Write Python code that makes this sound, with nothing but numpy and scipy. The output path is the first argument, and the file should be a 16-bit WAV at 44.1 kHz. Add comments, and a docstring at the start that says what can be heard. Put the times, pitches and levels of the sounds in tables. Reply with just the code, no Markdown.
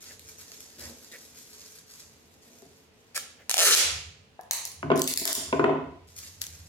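"""Taping up a parcel

Hands rub crackling paper on a softly rumbling hollow parcel in a live living room. Packing tape screeches
off its roll as the glue sticks and slips, and the strip is bitten through. The roll clatters down and rings
a wooden table, and the loose strip snaps and crackles as the film buckles. Behind it are still air, a low
boom and a faint hum. A limiter in the recorder ducks the loud parts, so the room swells after them."""
import sys
import numpy as np
from scipy import signal
from scipy.fft import rfft, irfft, next_fast_len
from scipy.io import wavfile
from scipy.ndimage import uniform_filter1d, minimum_filter1d

SR = 44100
rng = np.random.default_rng(int(sys.argv[2]) if len(sys.argv) > 2 else 0)


def int16_out(signal):
    """Quantize to a 16-bit WAV file."""
    q = np.round(np.clip(np.atleast_2d(signal).T, -1, 1) * 32767)
    wavfile.write(sys.argv[1], SR, q.astype(np.int16))


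N = 294588
TIME = np.arange(N) / SR


def from_db(db):
    """Turn decibels into a gain."""
    return 10 ** (np.asarray(db) / 20)


def rms_one(x):
    """Scale a sound to rms 1."""
    return x / np.sqrt(np.mean(x ** 2) + 1e-20)


def along(rows, s, axis=1):
    """Read one column of a table at the given times, with straight lines between rows."""
    rows = np.array(rows)
    return np.interp(s, rows[:, 0], rows[:, axis])


def at_hz(points, hz):
    """Read a spectrum on a log-frequency axis."""
    points = np.array(points)
    return np.interp(np.log(np.maximum(hz, 1)), np.log(points[:, 0]), points[:, 1])


def cut(x, hz, kind, order=2):
    """Keep only the low, high or middle frequencies with a Butterworth filter."""
    hz = np.clip(hz, 10, SR / 2 - 100)
    return signal.sosfilt(signal.butter(order, hz, kind, fs=SR, output="sos"), x + 1e-18)


def filtered(x, db_at):
    """Apply a gain in dB that depends on frequency."""
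    length = x.shape[-1]
    size = next_fast_len(length + 2048)
    hz = np.arange(size // 2 + 1) * SR / size
    return irfft(rfft(x, size) * from_db(db_at(hz)), size)[..., :length]


def coloured(x, spectrum):
    """Give a sound a smooth spectrum; white noise keeps its power."""
    power = np.mean(from_db(at_hz(spectrum, np.arange(SR // 2))) ** 2)
    return filtered(x, lambda hz: at_hz(spectrum, hz)) / np.sqrt(power)


def add(track, s, sound):
    """Mix a short sound into a track at time s."""
    start = int(s * SR)
    track[start:start + len(sound)] += sound[:N - start]


def drift(rate):
    """Wander slowly at random with rms 1, taking a new direction `rate` times a second."""
    knots = rng.standard_normal(1000)
    return rms_one(np.interp(TIME * rate, np.arange(len(knots)), knots))


def narrow_noise(hz, width_hz):
    """Noise in one resonance, rms 1."""
    return rms_one(cut(rng.standard_normal(N), [hz - width_hz / 2, hz + width_hz / 2], "band"))


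def dying(t, t60):
    """Exponential decay that falls by 60 dB in t60 seconds."""
    return np.exp(-np.log(1000) * t / t60)


def ring(hz, t60):
    """One mode (a way an object rings) dying away."""
    t = TIME[:SR // 2]
    return np.sin(2 * np.pi * hz * t) * dying(t, t60)


def twang(hz, t60):
    """One slack mode: it swells within a cycle and varies a little in pitch and strength."""
    t = TIME[:SR // 10]
    detune, strength = from_db(rng.standard_normal(2) * [.4, 2])
    swing = np.sin(2 * np.pi * hz * detune * t)
    swell = 1 - np.exp(-t * hz * 2)
    return strength * swing * dying(t, t60) * swell


def crack(decay_s):
    """A tiny avalanche of fractures: a dying noise burst of set energy."""
    t = TIME[:SR // 20]
    burst = rng.standard_normal(len(t)) * np.exp(-t / decay_s)
    return .5 * burst * np.sqrt(decay_s * SR / 2 / np.sum(burst ** 2))


def flick(spread_s):
    """A click smeared by bending waves in a thin sheet: all frequencies equally strong, each a little late."""
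    size = 1024
    bands = np.linspace(0, 23, size // 2 + 1)
    delay_s = spread_s * np.interp(bands, np.arange(24), rng.exponential(1, 24))
    # adding up the delays over frequency gives the phase
    return irfft(np.exp(-2j * np.pi * np.cumsum(delay_s) * SR / size))


def snap(spread_s):
    """A fracture runs across a sheet in three quick steps of uneven strength; unit energy."""
    out = np.zeros(SR // 30)
    steps_s = np.sort(rng.uniform(0, .0012, 3))
    for s, db in zip(steps_s - steps_s[0], rng.normal(0, 7, 3)):
        add(out, s, from_db(db) * flick(spread_s))
    return out / np.sqrt(np.sum(out ** 2))


# the colour of still air: (frequency [Hz], level [dB])
AIR_COLOUR = [(15, -56.5), (25, -15.5), (80, 2), (256, 0), (344, -6.5), (439, -3.5), (591, -6.5),
              (1290, -13.5), (2840, -12.5), (6210, -21.5), (12500, -33), (16000, -37)]
# a low boom swells and fades: (time at its height [s], half-width [s], level [dB])
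BOOMS = [(.27, 0.23, -57), (0.865, 0.077, -49), (3.981, 0.24, -43.5), (4.971, 0.21, -48),
         (5.611, 0.92, -48.5), (6.63, 0.28, -47)]


def background(hum_db=-66, hum_fade_db_per_s=1.5, boom_db=-5.0, width=0.29):
    """Still air, a low boom that comes and goes, and a faint wavering hum that slowly fades."""
    air_db, boom_rest_db = -63, -67
    mid, side = coloured(rng.standard_normal((2, N)), AIR_COLOUR)
    # the treble is wider than the bass
    side = width * side + 0.77 * cut(side, 600, "high", order=1)
    air = from_db(air_db) * (mid + side * [[1], [-1]])
    swell = from_db(boom_rest_db)
    for s, length, db in BOOMS:
        swell = swell + from_db(db) * np.exp(-2 * ((TIME - s) / length) ** 2)
    boom = swell * from_db(boom_db) * (narrow_noise(83.8, 24) + 0.36 * narrow_noise(149, 28))
    hum = from_db(hum_db - hum_fade_db_per_s * TIME) * narrow_noise(435, 40)
    return air + boom + hum


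# how long the room rings, as the time to fall by 60 dB: (frequency [Hz], decay time [s])
ROOM_T60 = [(100, 0.63), (300, 0.51), (1000, 0.56), (3000, 0.6), (6000, 0.5), (10000, 0.37), (15000, 0.2)]


def room_response(build_s=0.00068):
    """Diffuse stereo echo, rms-scaled to unit energy; the two sides are alike mainly in the bass."""
    t, out = TIME[:SR * 3 // 4], 0
    edges = np.geomspace(50, 17000, 15)
    for low, high in zip(edges, edges[1:]):
        hz = np.sqrt(low * high)
        mid, side = cut(rng.standard_normal((2, len(t))), [low, high], "band", order=3)
        alike = min(0.85 / (1 + (hz / 800) ** 2), 1)
        band = np.sqrt(1 + alike) * mid + np.sqrt(1 - alike) * side * [[1], [-1]]
        band = band * dying(t, at_hz(ROOM_T60, hz)) * (1 - np.exp(-t / build_s))
        out = out + rms_one(band) * np.sqrt(high - low)
    return rms_one(out) / np.sqrt(len(t))


def echo(x):
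    """The room's answer to a sound."""
    return signal.oaconvolve(x[None], room_response(), axes=1)[:, :N]


def scatter(spread_s=0.0004916):
    """Treble reflections from hands and table beside the source, different left and right; unit energy."""
    near = cut(np.array([flick(spread_s), flick(spread_s)]), 1200, "high")
    return near / np.sqrt(np.sum(near ** 2, axis=1, keepdims=True))


def placed(x, wet_db, lag_ms, pan_db, near_db, to_room=None):
    """Direct sound reaches the left first; near reflections shift as the hands move, and the room answers."""
    left = x * from_db(pan_db / 2)
    right = np.interp(TIME - lag_ms / 1000, TIME, x) * from_db(-pan_db / 2)
    direct = np.array([left, right])
    # a wandering angle blends two sets of reflections
    posture = 2 * drift(14)
    near = 0
    for share in (np.cos(posture), np.sin(posture)):
        near = near + share * signal.oaconvolve(direct, scatter(), axes=1)[:, :N]
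    close = (direct + from_db(near_db) * near) / np.hypot(1, from_db(near_db))
    return close + from_db(wet_db) * echo(x if to_room is None else to_room)


# strokes over the paper: (start [s], length [s], friction [dB], pressure relative to friction [dB])
STROKES = [(0.01, 0.11, -53, -6.5), (.265, 0.028, -46.5, -31), (.38, 0.033, -50, -9), (.47, 0.2, -57.5, -6),
           (.78, 0.12, -47.5, 2), (1.02, 0.25, -56, -5), (1.11, 0.028, -47, -10), (1.34, 0.45, -53.5, -23),
           (1.89, 0.12, -52, -26), (2.42, 0.17, -58.5, 0), (6.155, 0.13, -49, -15),
           (6.408, 0.019, -35, -23), (6.46, 0.14, -56, -10)]
# under and around the strokes the hands keep up a long, faint rustle:
# (start [s], end [s], friction [dB], pressure relative to friction [dB])
RUSTLES = [(0, 0.14, -56.5, -5), (0.2, 1.67, -57.5, -4), (1.86, 2.14, -62, -0.5), (2.15, 2.85, -66.5, 3.5),
           (2.93, 3.5, -70.5, 6), (6.069, 9.9, -61, -9)]


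def touch():
    """Friction and pressure of the hands: each stroke or rustle gathers speed, holds and dies away."""
    attack_s, release_s = 0.0063, 0.009
    friction, pressure = np.zeros((2, N))
    rustles = [(start, end - start, db, press_db) for start, end, db, press_db in RUSTLES]
    for start, length, db, press_db in list(STROKES) + rustles:
        attack = np.clip((TIME - start) / attack_s, 0, 1)
        release = np.exp(-np.maximum(TIME - start - length, 0) / release_s)
        # overlapping touches add as power
        friction += (from_db(db) * attack * release) ** 2
        pressure += (from_db(db + press_db) * attack * release) ** 2
    return np.sqrt(friction), np.sqrt(pressure)


# the colour of the hollow parcel: (frequency [Hz], level [dB])
PARCEL_COLOUR = [(53, -14), (90, -26.5), (170, -20), (240, 2), (376, -6), (521, -5), (1200, -20.5),
                 (1560, -64), (2640, -120)]


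def parcel(pressure, level_db=-4):
    """The hollow parcel rumbles softly as the hands press on it."""
    return coloured(rng.standard_normal(N), PARCEL_COLOUR) * pressure * from_db(level_db)


# the colour of rubbed and creased paper: (frequency [Hz], level [dB])
PAPER_COLOUR = [(300, -23), (700, -11), (1200, -1.5), (1900, 1.5), (2800, -1.5), (4500, 5.5), (6800, 8),
                (10000, -1), (12000, 4.5), (16000, -21)]


def paper(friction, rub_db=0):
    """Fibres catch under the hands in dense grains; the colour shifts as fingers cross folds and tape."""
    grains_per_s, hiss, patchy_db, flutter_db = 1200, .25, 2.5, 2
    sizes = from_db(3.5 * np.minimum(rng.exponential(1, N), 3.5)) * rng.choice([-1, 1], N)
    catches = rms_one(sizes * (rng.random(N) < grains_per_s / SR))
    grains = rms_one(catches + hiss * rng.standard_normal(N))
    # split into bands whose levels wander separately
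    edges = np.geomspace(1200, 14000, 7)
    lows = [0] + [cut(grains, hz, "low", order=1) for hz in edges] + [grains]
    shifting = 0
    for lower, upper in zip(lows, lows[1:]):
        shifting = shifting + (upper - lower) * from_db(patchy_db * drift(30))
    flutter = from_db(rub_db + flutter_db * drift(90))
    return coloured(rms_one(shifting) * friction * flutter, PAPER_COLOUR)


# the larger creases flip over: (time [s], level [dB])
CREASES = [(0.194, -27.5), (0.292, -37), (0.5176, -24.5), (0.5838, -40), (0.605, -25), (2.62, -38),
           (6.087, -37.5)]


def creases(friction, click_db=6, small_db=11):
    """Now and then a crease flips over; small ones tick at random, louder the harder the hands rub."""
    spread_s, out = 0.000352, np.zeros(N)
    for s, db in CREASES:
        add(out, s, from_db(db + click_db) * snap(spread_s))
    for where, strong in rng.random((160, 2)):
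        rub = friction[int(where * N)]
        add(out, where * TIME[-1], rub * from_db(small_db) * strong * flick(spread_s))
    return coloured(out, PAPER_COLOUR)


# short strokes of a finger over taped paper: (time at its height [s], half-width [s], level [dB])
SCUFFS = [(0.113, 0.021, -48.5), (0.85, 0.1, -52), (1.148, 0.027, -44.5), (3.408, 0.034, -53)]
# the colour of the scuffs: (frequency [Hz], level [dB])
SCUFF_COLOUR = [(250, -19.5), (520, 16), (1000, -14), (1750, 11.5), (3000, -3), (7000, -27.5), (16000, -17)]


def fingertip():
    """A fingertip slides over the taped paper in short, smooth scuffs of noise."""
    strokes = sum(from_db(db) * np.exp(-2 * ((TIME - s) / length) ** 2) for s, length, db in SCUFFS)
    return coloured(rng.standard_normal(N) * strokes, SCUFF_COLOUR)


# the roll meets the table: (time [s], level [dB], contact cut-off [Hz], weight behind the blow [dB])
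KNOCKS = [(2.622, -36.5, 706, 1), (4.8286, -16, 1840, -5), (4.842, -13.5, 129, 13.5),
          (4.9025, -8, 1800, 1.5), (4.9161, -4.5, 2200, 1.5), (4.948, -18, 700, 9), (5.217, -14.5, 396, -6),
          (5.254, -8, 1020, -9), (5.379, -21.5, 875, -2), (5.527, -4, 1960, -2), (5.5948, -5.5, 1610, 1.5),
          (5.6412, 1.5, 1950, -3), (5.674, -13.5, 900, 8), (5.693, -11, 1370, 3.5)]
# modes of roll and table top: (frequency [Hz], level [dB], time to fall by 60 dB [s])
WOOD = [(150.3, -19.5, 0.35), (169, -28, 0.15), (257.8, -13, 0.27), (279.3, -14, 0.24), (369.8, -6, 0.11),
        (408, -5, 0.063), (436.4, -15.5, 0.14), (531, -14.5, 0.064), (670, -6.5, 0.087), (905, -5, 0.028),
        (1026, -7.5, 0.06), (1105, -19, 0.11), (1458, -10, 0.036), (2495, -30, 0.03)]
# the colour of the thud: (frequency [Hz], level [dB])
THUD_COLOUR = [(80, -65), (200, -11), (380, -4), (600, 12.5), (1000, 3), (1450, -5), (2000, 2.5), (3300, 0),
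               (4300, -19), (12000, -10.5)]


def roll(thud_db=4, thud_s=0.0036, heavy_below_hz=480, level_db=-6, tick_db=7):
    """The roll lands and rocks on the table: weight sets its low modes, softer contact loses the top."""
    out = np.zeros(N)
    uneven_db, tilt = 2, .015
    for s, db, contact_hz, weight_db in KNOCKS:
        blow = 0
        for hz, mode_db, t60 in WOOD:
            louder, bend = rng.uniform(-1, 1, 2)
            strength = from_db(mode_db + uneven_db * louder + weight_db * (hz < heavy_below_hz))
            # upper modes shift as the roll tilts
            pitch = hz * (1 + tilt * bend * (hz > heavy_below_hz))
            blow = blow + strength * np.sign(bend) * ring(pitch, t60)
        # crowded, heavily damped modes blur into a thud
        add(blow, 0, from_db(thud_db) * coloured(crack(thud_s), THUD_COLOUR))
        # the hard rim ticks as it touches
        add(blow, 0, from_db(tick_db) * cut(crack(0.00096), [2200, 6500], "band"))
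        add(out, s, from_db(db + level_db) * cut(blow, contact_hz, "low"))
    return cut(out, 134, "high", order=3)


# the loose strip crumples between its snaps: (middle [s], half-length [s], level [dB])
CRINKLES = [(4.565, .03, -28), (4.985, .025, -27), (5.095, .02, -20), (5.22, .02, -28), (5.305, .015, -20)]


def crinkle(low_hz=2300, ring_s=0.0055):
    """Bursts of tiny buckles; each rings briefly at the pitch of its own facet of film."""
    out = np.zeros(N)
    for s, length, db in CRINKLES:
        for when, pitch, size in rng.random((14, 3)):
            hz = 2500 * 5.5 ** pitch
            strength = from_db(db - 16 * size)
            add(out, s + length * (2 * when - 1), strength * ring(hz, ring_s))
    return cut(out, low_hz, "high")


# the film tears and buckles, facing the microphones or the room:
# (time [s], level [dB], lower edge of the click [Hz], share sent to the room [dB])
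SNAPS = [(4.411, -33.5, 2460, -1.5), (4.51, 4.5, 645, 0), (4.652, -11.5, 3020, 0), (4.675, -24, 2940, -6),
         (4.717, -25, 2980, 4), (4.959, -21, 3380, 5), (4.9767, -14.5, 3500, 0), (4.994, -11, 3460, -0.5),
         (5.018, 2.5, 3270, -4.5), (5.076, 0, 1910, -4), (5.0749, -1.5, 1770, 7), (5.1376, 2, 3200, -16),
         (5.1745, 3.5, 1980, 0.5), (5.254, 13, 910, -3.5), (5.2535, -1, 2000, -11), (5.329, 11, 2900, -4),
         (6.165, -28.5, 1800, 2), (6.189, -21.5, 1600, -7), (6.417, -9.5, 1430, -7), (6.467, -20, 2700, -8)]
# the colour of the snaps: (frequency [Hz], level [dB])
SNAP_COLOUR = [(300, 5.5), (1500, 1), (3000, 3), (4200, 5), (5500, 4.5), (7000, 7.5), (9500, 3),
               (12000, 4.5), (16000, -6)]
# the taut strip is plucked at the teeth: (time [s], level [dB], pitch [Hz])
PLUCK = (4.392, -38, 850)


def film(click_db=7, body_db=-14):
    """The strip is plucked, tears and buckles; returns sound towards the microphones and the room."""
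    spread_s, crackle_db, crackle_s = .00012, -29, .017
    front, around = np.zeros((2, N))
    for s, db, low_hz, room_db in SNAPS:
        burst = from_db(db + click_db) * snap(spread_s)
        body = from_db(body_db) * cut(burst, [350, 1600], "band", order=1)
        click = cut(burst, low_hz, "high", order=3) + body
        add(front, s, click)
        add(around, s, from_db(room_db) * click)
        # the film settles in a few tiny ticks
        for wait in rng.exponential(1, size=4):
            tick = from_db(db + click_db + crackle_db) * cut(flick(spread_s), low_hz, "high")
            add(front, s + wait * crackle_s, tick)
    small = crinkle()
    s, db, hz = PLUCK
    # (pitch ratio, level [dB])
    pluck_modes = [(.7, -21), (.86, 6), (1, 2.5), (1.2, -2), (1.5, -8), (1.9, -2.5)]
    pluck = sum(from_db(mode_db) * twang(hz * ratio, 0.034) for ratio, mode_db in pluck_modes)
    add(small, s, from_db(db) * pluck)
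    return coloured(front, SNAP_COLOUR) + small, coloured(around, SNAP_COLOUR) + small


# at the end of the pull the glue shrieks: (start [s], end [s], level [dB])
SHRIEK = (3.718, 3.749, -9)


def shriek(low_hz=3300, high_hz=6600):
    """The slips run together into a shrill, pulsing rasp that stops dead with the hand."""
    start, end, db = SHRIEK
    edge_s, pulse_depth = .004, 3
    gate = np.clip((TIME - start) / edge_s, 0, 1) * np.clip((end - TIME) / edge_s, 0, 1)
    # each pulse starts hard and dies away over one slip
    rate = along(PULLS[-1], TIME) * from_db(drift(140))
    cycle = np.cumsum(rate) / SR % 1
    pulsing = rng.standard_normal(N) * np.exp(-pulse_depth * cycle)
    return from_db(db) * gate * rms_one(cut(pulsing, [low_hz, high_hz], "band"))


# single hard jerks as the glue lets go: (time [s], crack [dB], strip twang [dB], core ring [dB])
JERKS = [(3.1765, -13.5, -26, -22.5), (3.495, -7.5, -22, -35.5), (3.5036, -12, -25.5, -38.5),
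         (3.512, -4, -20, -30), (3.5416, -3.5, -9.5, -30.5), (3.568, -9.5, -12, -27.5),
         (3.6903, 6.5, -8.5, -13), (3.749, 16, -11, -22)]
# a short tug, then the long pull, one list each:
# (time [s], slips per second [1/s], crack [dB], strip twang [dB], core ring [dB])
PULLS = [
    [(3.146, 370, -30.5, -42.5, -44.5), (3.156, 604, -24, -44, -51), (3.162, 780, -17, -28.5, -38.5),
     (3.174, 420, -29, -43.5, -35)],
    [(3.5795, 168, -1.5, -8, -25), (3.61, 180, -1, -8.5, -16), (3.635, 248, 3, -1.5, -15),
     (3.665, 330, 8.5, -7, -6), (3.69, 288, 4, -5, -7.5), (3.72, 246, 0.5, -8.5, -11.5),
     (3.75, 237, -5, -23.5, -23.5)],
]
# slips come evenly when slow and stumble when fast: (slips per second [1/s], log spread of interval [-])
SLIP_JITTER = [(170, .05), (300, .25)]
# pitch of the free strip during the pulls: (time [s], pitch [Hz])
STRIP = [(3.15, 570), (3.18, 540), (3.495, 955), (3.505, 740), (3.54, 758), (3.59, 700), (3.635, 570),
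         (3.66, 480), (3.7, 400), (3.75, 350)]
# modes of the roll's cardboard core: (frequency [Hz], level [dB], time to fall by 60 dB [s])
CORE_MODES = [(1402, -4, 0.023), (1767, -4, 0.021), (2175, -5, 0.01)]
# the colour of the cracks: (frequency [Hz], level [dB])
PEEL_COLOUR = [(200, -28), (500, -8), (1000, -11), (1350, -9), (2500, -0.5), (4000, -0.5), (6500, 1.5),
               (9000, -2), (12500, -4), (16000, -18)]


def peel(crack_db=9, strip_low_hz=300):
    """The glue sticks and slips; each slip cracks across the tape, twangs the free strip and rings the core."""
    uneven_db, spread_s, strip_t60_s = 1.3, .0007, 0.022
    slips = list(JERKS)
    for pull in PULLS:
        s = pull[0][0]
        for late, strong in rng.standard_normal((70, 2)):
            if s >= pull[-1][0]:
                break
            levels = [along(pull, s, axis=k) + uneven_db * strong for k in range(2, 5)]
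            slips.append((s, *levels))
            rate = along(pull, s)
            s += np.exp(along(SLIP_JITTER, rate) * late) / rate
    cracks, twangs = np.zeros((2, N))
    for s, db, strip_db, core_db in slips:
        add(cracks, s, from_db(db + crack_db) * flick(spread_s))
        add(twangs, s, from_db(strip_db - 9.5) * twang(along(STRIP, s), strip_t60_s))
        for hz, mode_db, t60 in CORE_MODES:
            add(twangs, s, from_db(core_db + mode_db) * twang(hz, t60))
    rasp = coloured(cracks, PEEL_COLOUR) + shriek()
    twangs = cut(twangs, strip_low_hz, "high", order=3)
    # the flat strip faces the microphones, so its twang is drier than the cracks
    return (placed(rasp, wet_db=-5.5, lag_ms=0.11, pan_db=0.5, near_db=0.0)
            + placed(twangs, wet_db=-9, lag_ms=0.015, pan_db=0.5, near_db=-26.5))


# the crackling film moves off to the left: (time [s], lead of the left side [ms])
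FILM_LEAD = [(4.75, 0.16), (4.9, 0.196)]
# the two microphone openings differ in colour: (frequency [Hz], left minus right [dB])
PORTS = [(130, -2), (400, 1), (2000, -1.5), (4500, -0.5), (8000, -4), (14000, 6)]


def scene():
    """Place every source before the two microphones and mix; the table's sound lags most on the right."""
    table = placed(roll(), wet_db=-3.5, lag_ms=0.24, pan_db=0.0, near_db=-0.5)
    front, around = film()
    lead_ms = along(FILM_LEAD, TIME)
    strip = placed(front, wet_db=-3.5, lag_ms=lead_ms, pan_db=3, near_db=-1.5, to_room=around)
    friction, pressure = touch()
    handling = paper(friction) + creases(friction) + parcel(pressure)
    hands = placed(handling, wet_db=-2.0, lag_ms=0.06, pan_db=1.0, near_db=7.0)
    scuffs = placed(fingertip(), wet_db=-11.5, lag_ms=0.066, pan_db=-1.0, near_db=-1.5)
    mix = background() + hands + scuffs + table + strip + peel()
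    return filtered(mix, lambda hz: at_hz(PORTS, hz) * [[.5], [-.5]])


def record(dry, threshold_db=-7.0):
    """A look-ahead limiter ducks on peaks and recovers exponentially; the top is cut."""
    recovery_s, cutoff_hz = 0.07, 16200
    peak = np.abs(dry).max(axis=0) + 1e-9
    duck = np.maximum(1 - from_db(threshold_db) / peak, 1e-9)
    # hold the deepest duck so far while it fades
    held = np.exp(np.maximum.accumulate(np.log(duck) + TIME / recovery_s) - TIME / recovery_s)
    # a centred window lets the gain drop just before each peak
    gain = uniform_filter1d(minimum_filter1d(1 - held, size=129), size=129)
    top_cut = signal.ellip(10, .2, 80, cutoff_hz, fs=SR, output="sos")
    return signal.sosfilt(top_cut, dry * gain)


dry = scene()
out = record(dry)
int16_out(out)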